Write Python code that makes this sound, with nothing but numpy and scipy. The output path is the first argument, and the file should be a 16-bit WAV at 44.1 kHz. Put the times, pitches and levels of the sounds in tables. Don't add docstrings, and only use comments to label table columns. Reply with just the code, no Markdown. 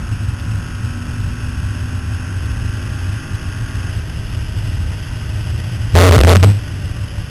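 import sys
import numpy as np
from scipy import signal
from scipy.fft import rfft, irfft, next_fast_len
from scipy.io import wavfile
from scipy.ndimage import uniform_filter1d

SR = 44100
rng = np.random.default_rng(int(sys.argv[2]) if len(sys.argv) > 2 else 0)


def to_linear_factor(level_db):
    exponent = np.asarray(level_db, float) / 20
    return 10 ** exponent


def digitize_waveform(pressure):
    field = np.atleast_2d(pressure).T
    bounded = np.clip(field, -1, 1)
    quanta = np.round(bounded * 32767).astype(np.int16)
    wavfile.write(sys.argv[1], SR, quanta)


N = 321912


def curve(rows):
    s, *columns = np.transpose(rows)
    return [np.interp(np.arange(N) / SR, s, c) for c in columns]


def unit(x):
    return x / np.sqrt(np.mean(x ** 2))


def coloured(points):
    hz, db = np.transpose(points)
    size = next_fast_len(N)
    axis = np.log(np.arange(size // 2 + 1) * SR / size + 1)
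    gain = to_linear_factor(np.interp(axis, np.log(hz), db, left=-120, right=-120))
    noise = rng.standard_normal(size)
    return unit(irfft(gain * rfft(noise), size)[:N])


def band(x, hz, width):
    return signal.lfilter(*signal.iirpeak(hz, hz / width, SR), x)


def walk(rate):
    hold = int(SR / rate)
    steps = np.repeat(rng.standard_normal(N // hold + 1), hold)
    return unit(uniform_filter1d(uniform_filter1d(steps, hold), hold)[:N])


def steadied(x, span_s, share):
    power = uniform_filter1d(x ** 2, int(span_s * SR))
    return unit(x / (power + .02) ** (np.clip(share, 0, 1) / 2))


def bumps_db():
    # t/s, peak level/dB, half
    # length/s
    road_bumps = [(0.026, -20, 0.027), (0.129, -16, 0.024), (0.288, -17, 0.054), (0.515, -18, 0.084),
                  (0.722, -25, 0.078), (.84, -19.5, 0.032), (0.957, -24.5, 0.069), (1.098, -20, 0.038),
                  (1.25, -18.5, 0.068), (1.444, -23.5, 0.047), (1.634, -18, 0.076), (1.839, -18, 0.029),
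                  (1.947, -20, 0.042), (2.115, -18, 0.058), (2.418, -19.5, 0.12), (2.648, -18, 0.093),
                  (2.89, -21, 0.076), (3.088, -18, 0.067), (3.345, -19.5, 0.018), (3.488, -17.5, 0.029),
                  (3.62, -18, 0.025), (3.827, -20.5, 0.11), (3.983, -18, 0.02), (4.335, -21, 0.17),
                  (4.762, -18.5, .17), (5.014, -22, 0.023), (5.125, -21.5, .03), (5.351, -20.5, 0.13),
                  (5.55, -19, 0.084), (5.816, -19, 0.15),
                  (6.599, -23.5, .05),
        (6.86, -20.5, .1),
        (7.032, -21, 0.042),
        (7.191, -20, 0.04),
    ]
    smooth_road_db = -33
    t = np.arange(N) / SR
    power = to_linear_factor(2 * smooth_road_db)
    for s, db, half_s in road_bumps:
        power = power + to_linear_factor(2 * db) * np.exp(-((t - s) / half_s) ** 2)
    return 10 * np.log10(power)


def road():
    # f/Hz, level/dB per Hz
    boom_colour = [(18, -36.5), (30, -6), (43, -7), (102, -1), (117, -3), (134, -25.5), (160, -17.5),
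                   (210, -35), (350, -120)]
    # f/Hz, level/dB per Hz
    body_colour = [(4.7, -40), (8.0, 2), (96, -3), (120, -7.5), (250, -20.5), (520, -36), (680, -52),
                   (1140, -120)]
    body_db = -27
    boom = to_linear_factor(bumps_db() - 1.0) * steadied(coloured(boom_colour), span_s=.05, share=.85)
    rumble = to_linear_factor(body_db + .7 * walk(6)) * coloured(body_colour)
    return boom + rumble


def shake():
    # start t/s, length/s, peak level/dB over full scale, lean/share of the swing
    bites = [(5.949, .006, 5.5, 0), (5.96, .029, 3.8, -.22), (5.993, .101, 7.8, .08), (6.11, .002, 5, -.2),
             (6.126, .037, 7, -.05), (6.183, .007, 7.3, -.05), (6.206, .008, 7.5, .05),
             (6.235, .004, 7, -.1), (6.247, .009, 3, -.35), (6.269, .032, 4.2, -.2),
             (6.306, .028, 6.5, -.05), (6.351, .005, 5, -.1), (6.368, .003, 6, .35), (6.384, .008, -6, 0),
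             (6.398, .014, -1.5, 0), (6.428, .013, 3, -.25), (6.445, .001, 4.5, .1), (6.452, .05, -.5, 0),
             (6.508, .01, -4, 0), (6.524, .052, -10, 0)]
    skip_db_per_ms, lean_s = 1.25, .006
    start, length, peak_db, lean = np.transpose(bites)[:, :, None]
    t = np.arange(N) / SR
    away_ms = 1000 * np.maximum(np.maximum(start - t, t - start - length), 0)
    db = peak_db - skip_db_per_ms * away_ms
    strongest = db.argmax(axis=0)
    return db.max(axis=0), uniform_filter1d(lean[strongest, 0], int(lean_s * SR))


def kerb():
    # t/s, ridges passed/count
    ridges = [
        (5.935, 2),
        (5.959, 4),
        (6.0935, 16),
        (6.1626, 22),
        (6.1796, 24),
        (6.2423, 28),
        (6.345, 37),
        (6.444, 46),
        (6.62, 63.8),
    ]
    ridge_scatter = .04
    (ridge,) = curve(ridges)
    shake_db, lean = shake()
    swing = np.sin(2 * np.pi * (ridge - .06 + ridge_scatter * walk(70)))
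    sway = .1 * unit(band(rng.standard_normal(N), 45., 40.))
    panel_rattle = to_linear_factor(-30) * unit(band(rng.standard_normal(N), 350., 300.))
    trim_rattle = to_linear_factor(-39.5) * unit(band(rng.standard_normal(N), 2600.0, 1000.0))
    rattle = to_linear_factor(shake_db) * (panel_rattle + trim_rattle)
    hard_bite_db = .4 * np.maximum(shake_db, 0)
    return to_linear_factor(shake_db + hard_bite_db + 2) * (shake_db > -30) * (swing + lean + sway + rattle)


def engine():
    # t/s, f/Hz
    revs = [(0.0, 46.74), (0.7, 47.96), (1.4, 49.08), (2.1, 50.3), (2.8, 51.4), (3.4, 52.42), (3.95, 53.08),
            (4.5, 52.22), (5.1, 51.44), (5.8, 50.68), (6.6, 48.82), (7.3, 48.0)]
    # t/s, throttle/0-1
    throttle = [
        (0, 0.84),
        (3.88, 0.97),
        (3.96, 0.12),
        (7.3, 0.),
    ]
    # multiple of the cycle, pulling level/dB, coasting level/dB
    order = [(3, -56, -40), (4, -45, -61), (5, -38, -62), (6, -51, -52), (7, -52, -59), (8, -60, -59),
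             (12, -58, -58), (16, -59, -73), (18, -61, -69), (19, -61, -68), (20, -62, -69),
             (21, -51.5, -81), (22, -61, -66), (23, -52, -72), (24, -63, -65), (25, -60, -71),
             (26, -63, -62), (27, -46.5, -75), (28, -56, -62), (29, -56, -73), (30, -49, -57),
             (31, -54, -78), (32, -53, -66), (33, -53, -71), (34, -57, -59), (35, -61, -74), (36, -58, -70),
             (37, -63, -79), (38, -58, -63), (39, -63, -66)]
    # multiple of the cycle, pulling level/dB, coasting level/dB
    faint = [(k, -68, -72) for k in (10, 11, 15, 17, 40, 41, 42)]
    # multiple of the cycle, pulling level/dB, coasting level/dB
    whine = [(12.12, -64, -55), (15.3, -61, -66), (24.3, -66, -58), (36.4, -66, -63), (44.8, -66, -66),
             (48.8, -58, -64), (50.4, -62, -63), (52, -63, -63), (54.0, -70, -61), (56.0, -62, -62)]
    # f/Hz, width/Hz, gain/dB
    pipe = [(242.6, 14, 9.5), (1135, 77, 1.5), (1236, 63, 2.5), (1300, 75, 6.5), (1420, 70, 4),
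            (1600, 270, 5), (2560, 90, 6)]
    # f/Hz, width/Hz, level/dB
    roar_modes = [
        (1093, 760, -52.5),
        (1523, 350, -44),
        (2618, 260, -45),
    ]

    (hz,), (load,) = curve(revs), curve(throttle)
    crank = 2 * np.pi * (np.cumsum(hz) / SR + 0.002 * walk(25))
    waver = [walk(rate) for rate in (3, 5, 7, 9, 12)]
    tones = 0
    for k, (multiple, pull_db, coast_db) in enumerate([*order, *faint, *whine]):
        db = coast_db + load * (pull_db - coast_db) + 3 + 1.5 * waver[k % 5]
        for mode_hz, width, gain_db in pipe:
            if abs(multiple * 50 / mode_hz - 1) < .09:
                detuning = 2 * (multiple * hz - mode_hz) / width
                db = db + load * (gain_db / (1 + detuning ** 2) - gain_db / 2)
        phase = 2 * np.pi * rng.random()
        tones = tones + np.sqrt(2) * to_linear_factor(db) * np.sin(multiple * crank + phase)
    roar = 0
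    for mode_hz, width, db in roar_modes:
        once = band(rng.standard_normal(N), mode_hz, width)
        roar = roar + to_linear_factor(db) * unit(band(once, mode_hz, width))
    return tones + load * roar


def wind():
    # t/s, level/dB
    air = [
        [(0, -44), (1.3, -43), (2.4, -42), (4.4, -40.5), (5.9, -39.5)],
        [(6.62, -40), (7.3, -42)],
    ]
    # f/Hz, level/dB per Hz
    hiss_colour = [(240, 7), (400, -2.5), (471, -3.5), (623, -4), (679, -5), (980, -5), (1090, -7),
                   (1360, -5), (1540, 1.5), (1710, -6.5), (1920, -1), (2180, -9.5), (2800, 0.5),
                   (3430, -5.5), (4000, -19.5), (5200, -71), (8800, -120)]
    (wind_db,) = curve([*air[0], *air[1]])
    buffet_db = 1.2 * walk(250)
    return to_linear_factor(wind_db + 4.5 + buffet_db) * coloured(hiss_colour)


def pebble():
    tick = np.zeros(N)
    tick[int(.398 * SR)] = 1
    return to_linear_factor(-6) * band(tick, 3200, 1800)


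def scene():
    shake_db, _ = shake()
    grip = 1 / (1 + 3 * to_linear_factor(shake_db))
    return (to_linear_factor(4.5) * grip * road() + kerb() + engine() + wind() + pebble())[None]


def roll_off(x):
    return signal.sosfilt(signal.butter(12, 13040, fs=SR, output="sos"), x)


def record(dry):
    rail, knee = np.where(dry > 0, 1.0, 1.38), np.where(dry > 0, 2, 11)
    x = dry / (1 + np.abs(dry / rail) ** knee) ** (1 / knee)
    x = signal.sosfilt(signal.butter(1, 85, "high", fs=SR, output="sos"), x)
    x = signal.sosfilt(signal.ellip(6, .3, 50, 3900, fs=SR, output="sos"), x)
    hold_hz = 8000
    held = (np.floor(np.arange(N) * hold_hz / SR) * SR / hold_hz).astype(int)
    x = x[:, held]
    law, steps = 255, 56
    span = np.log1p(law)
    rounded = np.round(steps * np.log1p(law * np.abs(x)) / span) / steps
    x = np.sign(x) * np.expm1(rounded * span) / law
    x = np.where(np.abs(x) > 1, -.15 * (x - np.sign(x)), x)
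    x = signal.sosfilt(signal.ellip(7, .1, 30, 12500, fs=SR, output="sos"), x)
    x = np.clip(x, -1, 1)
    return roll_off(x)


dry = scene()
out = record(dry)
digitize_waveform(out)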